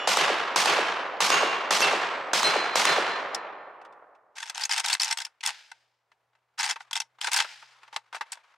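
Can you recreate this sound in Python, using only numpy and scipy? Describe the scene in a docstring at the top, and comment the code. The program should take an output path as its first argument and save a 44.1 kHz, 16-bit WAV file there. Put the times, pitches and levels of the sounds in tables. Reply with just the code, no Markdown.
"""A grass range edged by woods: a rifle fires six shots at steel plates, close to the microphone.
An earlier shot is still dying away. Shaped noise makes the blasts and their scatter off ground and trees;
decaying tones ring the plates and falling tones are two fragments that whine away.
Then the bolt is worked by hand, in clusters of small steel impacts and gritty rubbing noise, and the rifle
is turned over in a rustle of sleeves. Beyond lie quiet air noise and the faint wavering tone of a far engine."""
import sys
import numpy as np
from scipy import signal
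from scipy.fft import rfft, irfft
from scipy.io import wavfile

SR = 44100
rng = np.random.default_rng(int(sys.argv[2]) if len(sys.argv) > 2 else 0)


def inscribe(sig):
    """Save sig as 16-bit PCM at rate SR to the path in sys.argv[1].

    A 1-D sig is mono; a 2-D sig holds one channel per row.
    Samples are clipped to [-1, 1] before scaling.
    """
    pcm = np.round(np.clip(np.atleast_2d(sig).T, -1, 1) * 32767)
    wavfile.write(sys.argv[1], SR, pcm.astype(np.int16))


N = 377916

# Shots, the first begun before the start: (time [s], blast level [dB], echo level [dB], impact level [dB],
# swing of the plate [0-1], twists [per s], index of the plate hit)
SHOTS = [(-.45, -20, -22, -24, 0, 7, 0), (.073, -18.5, -20.5, -16.5, .3, 7.8, 1),
         (.5595, -17, -20, -18.5, 0.5, 6.4, 1), (1.204, -18.5, -20, -15.5, 0.23, 5.2, 2),
         (1.7067, -17.5, -20.5, -19.5, .3, 7.25, 3), (2.3325, -18, -21, -21, 0.4, 7.2, 4),
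         (2.755, -17.5, -20.5, -14.5, .65, 3.96, 5)]
# Modes of each steel plate, one list a plate: (frequency [Hz], level [dB], t60 [s])
PLATE_MODES = [
    [(2471, -42, 2.5), (2735, -38, 2.5), (2907, -32, 2.5), (3031, -41, 2.5), (3418, -34, 2),
     (5604, -43, 1.8), (7009, -46, 1.6)],
    [(1647, -39, 1.5), (2632, -36, 1.1), (3063, -41, 1.4), (5195, -51, 1), (5873, -53, 1), (6330, -43, .35)],
    [(1098, -29, 1.3), (1464, -41, 1.5), (2239, -42, 1.3), (2762, -29.5, 1.15), (6535, -32, .6)],
    [(2686, -24.5, .5), (2767, -39, 1.2), (3321, -49, 1.3), (5932, -57, 1.2), (7741, -54, 1.2)],
    [(1798, -41, 1.7), (2239, -42, 1.3), (3478, -45, 1.2), (4103, -30, 1.2), (4107, -26, .3),
     (8205, -45, .4)],
    [(1793, -35, 1.7), (3542, -46, 1.1), (4098, -34, 1.05), (6966, -54, 1)],
]
IMPACT_DELAY_S, RING_DELAY_S = .0972, .106  # after the blast
# Spectrum of the blast and the bullet impact: (frequency [Hz], relative level [dB])
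BLAST_SPECTRUM = [(30, -29.5), (120, -25.5), (400, 0), (900, 9.5), (2400, -3), (5500, -2), (8000, -6),
                  (11000, -18.5), (16000, -33)]
# Spectrum scattered back by the ground: (frequency [Hz], relative level [dB])
GROUND_SPECTRUM = [(30, -35.5), (70, -36), (150, -13.5), (400, -10), (900, 2.5), (1500, 0), (2500, -1.5),
                   (5500, -3.5), (8500, -13), (12000, -23), (16000, -37)]
# Spectrum scattered back by the woods: (frequency [Hz], relative level [dB])
WOODS_SPECTRUM = [(30, -48.5), (70, -39), (150, -17.5), (260, -13.5), (400, -4), (700, -1.5), (1100, 1.5),
                  (1800, -1), (2800, -0.5), (5500, -6.5), (8500, -13), (12000, -21), (16000, -40.5)]
# Decay among the trees, before the steady fall in WOODS_SCATTER: (frequency [Hz], t60 [s])
WOODS_T60 = [(60, 1.3), (150, 1.8), (350, 2.25), (700, 2.63), (1400, 2.066), (2800, 1.28), (5600, 0.88),
             (10000, 0.6), (16000, 0.54)]
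# The blast's thump, then its returns from large objects:
# (delay [s], peak level before the spread [dB], centre [Hz], width [octaves])
REFLECTIONS = [(.002, -15.5, 824, .95), (.018, -22.5, 680, 0.72), (.07, -21, 955, .4),
               (.0958, -16.5, 1028, .42), (.119, -32, 400, .45), (.134, -31, 420, .45),
               (.128, -42.5, 165, .17), (.218, -18.5, 570, .62), (.243, -34, 380, .3)]
BASS_LAG = 15  # over grass low waves fall behind [cycles per root second, per e-fold of frequency]
PATH_SPREAD_DB = 1.5  # moving air makes each return a little different from shot to shot
# Scatter from grass and bushes: (delay [s], level [dB], attack [s], hold [s], fall [dB per s])
GRASS_SCATTER = (0.0028, -1.94, .005, 0.0466, 140)
# Scatter from the struck stand, same columns; the fall starts before the delay, so it is all but silent
STAND_SCATTER = (0.0932, -6, 0.3, -0.3, 380)
# Scatter from the trees, same columns
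WOODS_SCATTER = (0.095, 4.3, .028, 1.2, 16)
# Tumbling fragments: (time [s], level [dB], start frequency [Hz], time until the pitch has halved [s],
# overtone level [dB])
RICOCHETS = [(1.812, -22, 6750, .048, -13), (2.864, -26, 3300, .04, -8)]
# Steel parts of the action meet and rattle: (time [s], level [dB], tilt [dB per octave],
# ring of the part struck first [Hz], number of contacts, gap between contacts [s])
CLACKS = [(3.346, -25, 4, 5350, 1, 0), (4.382, -34, 0, 6400, 2, .02), (4.427, -30, -2, 1690, 1, 0),
          (4.496, -30, 1.5, 1540, 1, 0), (4.609, -29.5, 1.5, 1580, 2, .008), (4.635, -23, 3, 5410, 2, .017),
          (4.693, -28.5, -1.5, 5400, 1, 0), (4.711, -21, 0.5, 4960, 3, .011),
          (4.777, -22.5, 2, 1550, 2, .02), (4.843, -30, 0, 5500, 1, 0), (4.859, -23, 4.5, 3720, 3, .023),
          (4.928, -20.5, 3.5, 4520, 2, .008), (4.998, -24.5, 2, 4650, 2, .009),
          (5.017, -20.5, 3.5, 5350, 2, 0.014), (5.044, -24, 6, 6750, 1, 0), (5.109, -23, 4.5, 5300, 1, 0),
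          (5.125, -22, 0, 8300, 1, 0), (5.172, -28.5, 2, 5310, 1, 0), (5.185, -27.5, 0, 3320, 3, .0162),
          (5.249, -30, 1.5, 5350, 1, 0), (5.264, -40.5, -2, 1450, 1, 0), (5.407, -40.5, -1, 2470, 1, 0),
          (5.46, -23, 7, 3520, 2, .013), (5.715, -39.5, -3, 1470, 1, 0), (6.583, -34, -4.5, 1320, 1, 0),
          (6.596, -25.5, -4.5, 5180, 2, .01), (6.629, -24.5, -1.5, 6570, 2, .01),
          (6.696, -24.5, 0.5, 1520, 2, .013), (6.805, -35.5, -6, 1460, 1, 0), (6.91, -35, -1, 1500, 1, 0),
          (6.93, -26, 0.5, 3300, 1, 0), (6.954, -24.5, -0.5, 3480, 3, .0095),
          (7.001, -22.5, 0.5, 5500, 1, 0), (7.017, -34.5, -2, 1360, 1, 0), (7.212, -25.5, 1.5, 3400, 1, 0),
          (7.243, -24, -0.5, 1460, 1, 0), (7.27, -23, -1.5, 1590, 1, 0), (7.331, -22, 6.5, 2240, 2, .009),
          (7.361, -22, 5, 1670, 1, 0), (7.372, -22, 7.5, 4630, 1, 0), (7.962, -26, -1.5, 4000, 1, 0),
          (8.319, -32, 4, 8010, 2, 0.0093)]
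REBOUND_DB = -2  # each contact of a rattle against the one before
# Rings of the small parts, of which a rebound strikes any one: (frequency [Hz])
PART_HZ = [1550, 2061.5, 3450, 4650, 5060, 5410, 6480, 8300]
# Duller knocks of hands, stock and magazine: (time [s], level [dB])
KNOCKS = [(3.345, -32), (3.814, -51), (3.849, -46.5), (3.924, -54), (4.149, -59), (4.375, -43),
          (6.116, -55), (6.331, -68), (6.351, -60), (6.758, -32.5), (7.185, -49), (7.275, -25),
          (7.398, -28.5), (7.444, -29), (7.625, -43.5), (7.831, -44), (7.877, -47), (7.927, -37.5),
          (7.961, -27.5), (8.127, -34), (8.146, -29), (8.163, -35), (8.209, -25), (8.371, -48)]
KNOCK_T60_S = 0.057
# Strokes of steel sliding on steel: (start [s], end [s], level [dB])
SLIDES = [(4.352, 4.505, -47.5), (4.543, 4.65, -39), (4.697, 4.8, -33), (4.834, 4.95, -33),
          (4.994, 5.125, -34.5), (5.165, 5.233, -48.5), (5.427, 5.5, -34), (6.576, 6.716, -33),
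          (6.791, 6.83, -58.5), (6.926, 6.982, -47.5), (7.205, 7.288, -40), (7.311, 7.412, -28),
          (7.922, 7.963, -52.5), (8.134, 8.163, -45), (8.317, 8.331, -42)]
SLIDE_ATTACK_S, SLIDE_SWELL_DB, SLIDE_T60_S = .011, 4.5, .075  # the hand pushes harder through each stroke
# Small clacks along a stroke: mean gap, level against the stroke, random spread either way
CHATTER_GAP_S, CHATTER_DB, CHATTER_SPREAD_DB = .024, 3, 1.5
# Spectrum of the action's steel parts: (frequency [Hz], relative level [dB])
ACTION_SPECTRUM = [(30, -48.5), (130, -46.5), (270, -46), (380, -35), (470, -22), (580, -24), (780, -0.5),
                   (900, 0.5), (1150, -3.5), (1600, 1.5), (4000, 0.5), (5400, 0), (8500, -5.5),
                   (11500, -18), (16000, -37.5)]
# Spectrum of stock and sleeves: (frequency [Hz], relative level [dB])
STOCK_SPECTRUM = [(30, -42.5), (150, -38.5), (300, -22.5), (480, -10.5), (900, 2), (1300, 2.5), (2200, -2),
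                  (4500, -12), (8000, -22), (15000, -42.5)]
# Ringing of the sheet-steel receiver: (frequency [Hz], relative level [dB], t60 [s])
RECEIVER_MODES = [(839.5, -23.5, 0.081), (913, -19, 0.094), (1560, -24, 0.055), (2054, -19, .06),
                  (2630, -18, 0.065), (3410, -23.5, .05), (4930, -29, .1), (5290, -21.5, 0.037),
                  (6380, -30.5, .05), (8060, -25, .06), (9000, -25.5, .05)]
# The recoil spring shivers when the bolt slams home: (time [s], level [dB], t60 [s])
SLAMS = [(5.475, -43, 0.72), (7.375, -38.5, 0.87)]
# Spectrum of the spring: (frequency [Hz], relative level [dB])
SPRING_SPECTRUM = [(100, -30.5), (280, -31), (600, -14), (880, -0.5), (1100, -10), (1500, 1), (2800, 0.5),
                   (5200, -3.5), (8500, -15.5), (15000, -38)]
# Rustle of the sleeves: (time [s], level [dB])
RUSTLE = [(4.3, -92), (4.5, -54.5), (5.2, -61.5), (5.38, -77.5), (6.05, -87), (6.2, -82), (6.5, -83.5),
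          (6.8, -64.5), (7.15, -75.5), (7.8, -62), (8.08, -71), (8.28, -62), (8.49, -61), (8.57, -68)]
FIDGETS_PER_S, FIDGET_DB = 7, 4.5  # small knocks while the arms move, level against the rustle
# Far engine: (time [s], frequency [Hz], level [dB])
ENGINE = [(4, 117.4, -95), (5.5, 115, -100), (5.8, 121, -93), (6.05, 117, -96), (6.399, 120.9, -92),
          (7.2, 125, -84), (7.62, 129.6, -79.5), (7.999, 117, -88.5), (8.57, 107.5, -99)]
# Spectrum of the air over the field: (frequency [Hz], relative level [dB])
AIR_SPECTRUM = [(30, -13), (70, -10), (120, -7.5), (250, -12.5), (470, 0), (850, 4), (1500, -3.5),
                (3200, -13.5), (6000, -20), (10000, -24.5), (16000, -29)]
# Stereo width of all noise: (frequency [Hz], side against mid [dB])
WIDTH = [(30, -4), (60, -8), (120, -20), (250, -21.5), (500, -16), (1000, -11.5), (2000, -10), (4000, -9.5),
         (8000, -8), (14000, -5)]
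EDGE_HZ = 16000  # upper band limit


def gunfire(size=100000):
    """Blast, bullet impact and the range's answer, whose low part is nearly alike for every shot."""
    out = np.zeros((2, N))
    t = np.arange(size) / SR
    hz = np.fft.rfftfreq(size, 1 / SR)
    terrain = rng.standard_normal((2, 2, size))
    # moving air scrambles the short waves
    alike = np.clip(.93 / np.sqrt(1 + (hz / 1500) ** 4), 0, 1)
    trunks = lumps(size, seconds=.005, depth_db=1.8)
    scatter = np.hypot(swell(t, *GRASS_SCATTER), swell(t, *STAND_SCATTER))
    for s, blast_db, echo_db, impact_db, *_ in SHOTS:
        fresh = rfft(rng.standard_normal(terrain.shape))
        near, far = irfft(alike * rfft(terrain) + np.sqrt(1 - alike ** 2) * fresh)
        ground = noise(size, GROUND_SPECTRUM, white=near, shape=scatter * trunks)
        woods = woods_answer(far, trunks, t)
        add(out, s, amp(echo_db) * (ground + woods) + thumps(size))
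        add(out, s, amp(blast_db) * burst(seconds=.0057))
        add(out, s + IMPACT_DELAY_S, amp(impact_db) * burst(seconds=.0045))
    return out


def burst(seconds, size=2048):
    """A short flat-topped pressure burst of noise makes a crack."""
    window = signal.windows.tukey(int(seconds * SR), .3)
    return noise(size, BLAST_SPECTRUM, shape=np.pad(window, (0, size - len(window))))


def thumps(size):
    """One pulse for each path; the longer the path, the more it sweeps downward."""
    out = np.zeros(size)
    hz = np.fft.rfftfreq(size, 1 / SR) + 1e-3
    for delay, db, centre_hz, octaves in REFLECTIONS:
        pitch = np.log(hz / centre_hz)
        turns = hz * delay + BASS_LAG * np.sqrt(abs(delay)) * pitch
        band = -.5 * (pitch / np.log(2) / octaves) ** 2
        pulse = irfft(np.exp(band - 2j * np.pi * turns), size)
        level_db = db + PATH_SPREAD_DB * rng.uniform(-1.1, 1)
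        out += amp(level_db) * pulse / abs(pulse).max()
    return out


def woods_answer(white, trunks, t):
    """The trees scatter the blast back; air and twigs take the treble first."""
    size = len(t)
    echo = noise(size, WOODS_SPECTRUM, white=white, shape=trunks)
    f, delay, z = signal.stft(echo, SR, nperseg=256)
    decay = amp(-60 * delay / read(WOODS_T60, f)[:, None])
    woods = signal.istft(z * decay, SR)[1][:, :size]
    return woods * swell(t, *WOODS_SCATTER)


def plates():
    """Each hit plate rings in its modes; the tones throb as it twists on its hanger."""
    out, t = np.zeros((2, N)), clock(1.8)
    onset = 1 - np.exp(-t / 0.0054)
    for s, *_, swing, twists, plate in SHOTS:
        twist = np.cos(2 * np.pi * twists * (t - .028))
        throb = 1 + np.clip(swing, 0, 1) * twist
        for hz, db, t60 in PLATE_MODES[round(plate)]:
            phase = np.array([[0], [rng.uniform(-1.4, 1)]])  # left, right [rad]
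            tone = np.sqrt(2) * np.sin(2 * np.pi * hz * t + phase)
            add(out, s + RING_DELAY_S, amp(db - 60 * t / t60) * onset * throb * tone)
    return out


def ricochets():
    """A spinning fragment slows quickly, so its whine falls."""
    out, t = np.zeros((2, N)), clock(.3)
    fade = (1 - np.exp(-t / .002)) * amp(-60 * t / .3)
    for s, db, hz, halving, overtone_db in RICOCHETS:
        angle = 2 * np.pi * np.cumsum(hz / (1 + t / halving)) / SR
        whine = np.sin(angle) + amp(overtone_db) * np.sin(2 * angle)
        add(out, s, amp(db) * fade * whine)
    return out


def action():
    """Sliding, knocks and clacks of the worked bolt all set the receiver ringing."""
    return receiver(slides() + knocks() + clacks())


def clacks(contact_s=0.0029, t60=0.024, part_db=10, part_octaves=0.085, scatter_db=2.5, size=8192):
    """Clacks are tight clusters of small impacts, each ringing its own part."""
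    out = np.zeros((2, N))
    t = np.arange(size) / SR
    hz = np.fft.rfftfreq(size, 1 / SR)
    onset = 1 - np.exp(-t / 0.0008)
    fall = amp(-60 * np.maximum(t - contact_s, 0) / t60) + amp(-22.5 - 60 * t / .115)
    for s, db, tilt_db, part_hz in contacts():
        part = part_db * np.exp(-.5 * (np.log2((hz + 1) / part_hz) / part_octaves) ** 2)
        # each contact point favours other modes
        spot = scatter_db * np.interp(hz, np.linspace(0, EDGE_HZ, 48), rng.standard_normal(48))
        shape = onset * fall * lumps(size, seconds=0.00059, depth_db=2.5)
        clack = noise(size, ACTION_SPECTRUM, tilt_db, shape=shape, bump_db=part + spot)
        add(out, s, amp(db) * clack)
    return out


def contacts():
    """Every meeting of steel parts as (s, dB, tilt, ring Hz): rattles, and chance chatter along the strokes."""
    hits = []
    for s, db, tilt_db, part_hz, count, gap in CLACKS:
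        for k in range(round(count)):
            ring_hz = rng.choice(PART_HZ) if k else part_hz
            hits.append((s + k * gap, db + k * REBOUND_DB, tilt_db, ring_hz))
    for start, end, db in SLIDES:
        for k, (late, force, bright) in enumerate(rng.uniform(-1, 1, size=(16, 3))):
            s = start + (k + .5 + .5 * late) * CHATTER_GAP_S
            if s < end:
                level_db = db + CHATTER_DB + CHATTER_SPREAD_DB * force
                hits.append((s, level_db, 2 * bright, rng.choice(PART_HZ)))
    return hits


def slides():
    """Steel rubbing on steel is a gritty noise that follows the pressure of the hand."""
    grit = lumps(N, seconds=.0018, depth_db=5.0)
    return noise(N, ACTION_SPECTRUM, tilt_db=-2.0, shape=pressure() * grit)


def pressure():
    """How hard the sliding parts rub: each stroke bites, swells and dies away."""
    out, t = np.zeros((2, N)), clock(.5)
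    for start, end, db in SLIDES:
        length = max(end - start, SLIDE_ATTACK_S)
        push = amp(SLIDE_SWELL_DB * (np.minimum(t / length, 1) - .5))
        add(out, start, push * swell(t, 0, db, SLIDE_ATTACK_S, length, 60 / SLIDE_T60_S))
    return out


def knocks(size=8192):
    """Hands, stock and magazine knock as short, dull, quickly damped noise."""
    out = np.zeros((2, N))
    t = np.arange(size) / SR
    shape = (1 - np.exp(-t / 0.0011)) * amp(-60 * t / KNOCK_T60_S)
    for s, db in KNOCKS + fidgets():
        add(out, s, amp(db) * noise(size, STOCK_SPECTRUM, shape=shape))
    return out


def fidgets():
    """Small chance knocks as (s, dB), as strong as the arms' movement."""
    times, level_db = np.transpose(RUSTLE)
    s = times[0] + (np.arange(80) + rng.random(80)) / FIDGETS_PER_S
    return [(at, np.interp(at, times, level_db) + FIDGET_DB) for at in s if at < times[-1]]


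def receiver(x):
    """Adds the ringing of the sheet-steel receiver to whatever strikes it."""
    t = clock(.15)
    ring = sum(amp(db - 60 * t / t60) * np.cos(2 * np.pi * hz * t) for hz, db, t60 in RECEIVER_MODES)
    return x + amp(-26.5) * signal.fftconvolve(x, ring[None], axes=1)[:, :N]


def spring(ring_hz=4958, ring_db=-10):
    """The recoil spring gives a dense steely shiver with one clear tone."""
    out, t = np.zeros((2, N)), clock(0.97)
    for s, db, t60 in SLAMS:
        shiver = noise(len(t), SPRING_SPECTRUM) + amp(ring_db) * np.sin(2 * np.pi * ring_hz * t)
        flutter = lumps(len(t), seconds=0.0056, depth_db=2.0)
        add(out, s, amp(db - 60 * t / t60) * shiver * flutter)
    return out


def sleeves():
    """Flannel rustles, an uneven noise, as the rifle is turned over."""
    level_db = np.interp(np.arange(N) / SR, *np.transpose(RUSTLE))
    folds = lumps(N, seconds=0.0089, depth_db=3)
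    return noise(N, STOCK_SPECTRUM, shape=amp(level_db) * folds)


def engine():
    """The far engine drones as one wavering tone with a weak octave above."""
    s, hz, db = np.transpose(ENGINE)
    t = np.arange(N) / SR
    angle = 2 * np.pi * np.cumsum(np.interp(t, s, hz)) / SR
    tone = np.sin(angle) + amp(-26) * np.sin(2 * angle)
    return np.sqrt(2) * amp(np.interp(t, s, db)) * tone * lumps(N, seconds=.15, depth_db=3.5)


def air():
    """Still air over the field is a quiet noise of slightly uneven level."""
    return amp(-79) * noise(N, AIR_SPECTRUM) * lumps(N, seconds=.12, depth_db=-1.9)


def amp(db):
    """Decibels to gain."""
    return 10 ** (np.asarray(db) / 20)


def evened(x):
    """Scales to rms 1."""
    return x / np.sqrt(np.mean(x ** 2) + 1e-20)


def read(points, hz):
    """Reads a spectrum on a log-frequency axis."""
    f, value = np.transpose(points)
    return np.interp(np.log(hz + 1), np.log(f), value)


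def clock(seconds):
    """Sample times from zero."""
    return np.arange(int(seconds * SR)) / SR


def add(mix, s, sound):
    """Mixes a sound in at time s, which may lie before zero."""
    at = round(s * SR)
    sound = sound[..., max(-at, 0):]
    part = mix[:, max(at, 0):][:, :sound.shape[-1]]
    part += sound[..., :part.shape[1]]


def swell(t, delay, db, attack, hold, fall):
    """Silence until the delay, then a linear attack; past the hold, a steady fall in dB per second."""
    return np.clip((t - delay) / attack, 0, 1) * amp(db - fall * np.maximum(t - delay - hold, 0))


def lumps(size, seconds, depth_db):
    """A random gain of rms 1 that changes on the given time scale."""
    knots = rng.standard_normal(size // 8)
    level_db = depth_db * np.interp(np.arange(size) / SR / seconds, np.arange(len(knots)), knots)
    return evened(amp(level_db))


def noise(size, spectrum, tilt_db=0, white=None, shape=1, bump_db=0):
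    """White noise takes the envelope shape, then rings through the spectrum, with a width for each pitch."""
    white = rng.standard_normal((2, size)) if white is None else white
    hz = np.fft.rfftfreq(size, 1 / SR)
    tilt = tilt_db * np.log2(np.maximum(hz, 800))  # acts above 800 Hz
    gain = evened(amp(read(spectrum, hz) + tilt + bump_db))
    # minimum phase: nothing sounds before its cause
    cepstrum = irfft(np.log(gain), size)
    causal = np.exp(rfft(cepstrum * (1 + np.sign(np.fft.fftfreq(size)))))
    mid, side = rfft(white * shape) * causal
    side = side * amp(read(WIDTH, hz))
    return irfft(np.array([mid + side, mid - side]), size)


def scene():
    """The shots lie a little to the right, the handling a little to the left, the field in the middle."""
    shooting = (gunfire() + plates() + ricochets()) * amp([[-.5], [.5]])
    handling = (action() + spring() + sleeves()) * amp([[.7], [-.7]])
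    return shooting + handling + engine() + air()


def record(dry, ceiling=1.0, low_cut_hz=45):
    """The microphone rounds off the loudest peaks and thins the deep bass; then the band limit."""
    rounded = ceiling * np.tanh(dry / ceiling)
    low_cut = signal.butter(1, low_cut_hz, "highpass", fs=SR, output="sos")
    thinned = signal.sosfilt(low_cut, rounded)
    band_limit = signal.firwin(401, EDGE_HZ, window=("kaiser", 9), fs=SR)
    return signal.oaconvolve(thinned, band_limit[None], "same")


dry = scene()
out = record(dry)
inscribe(out)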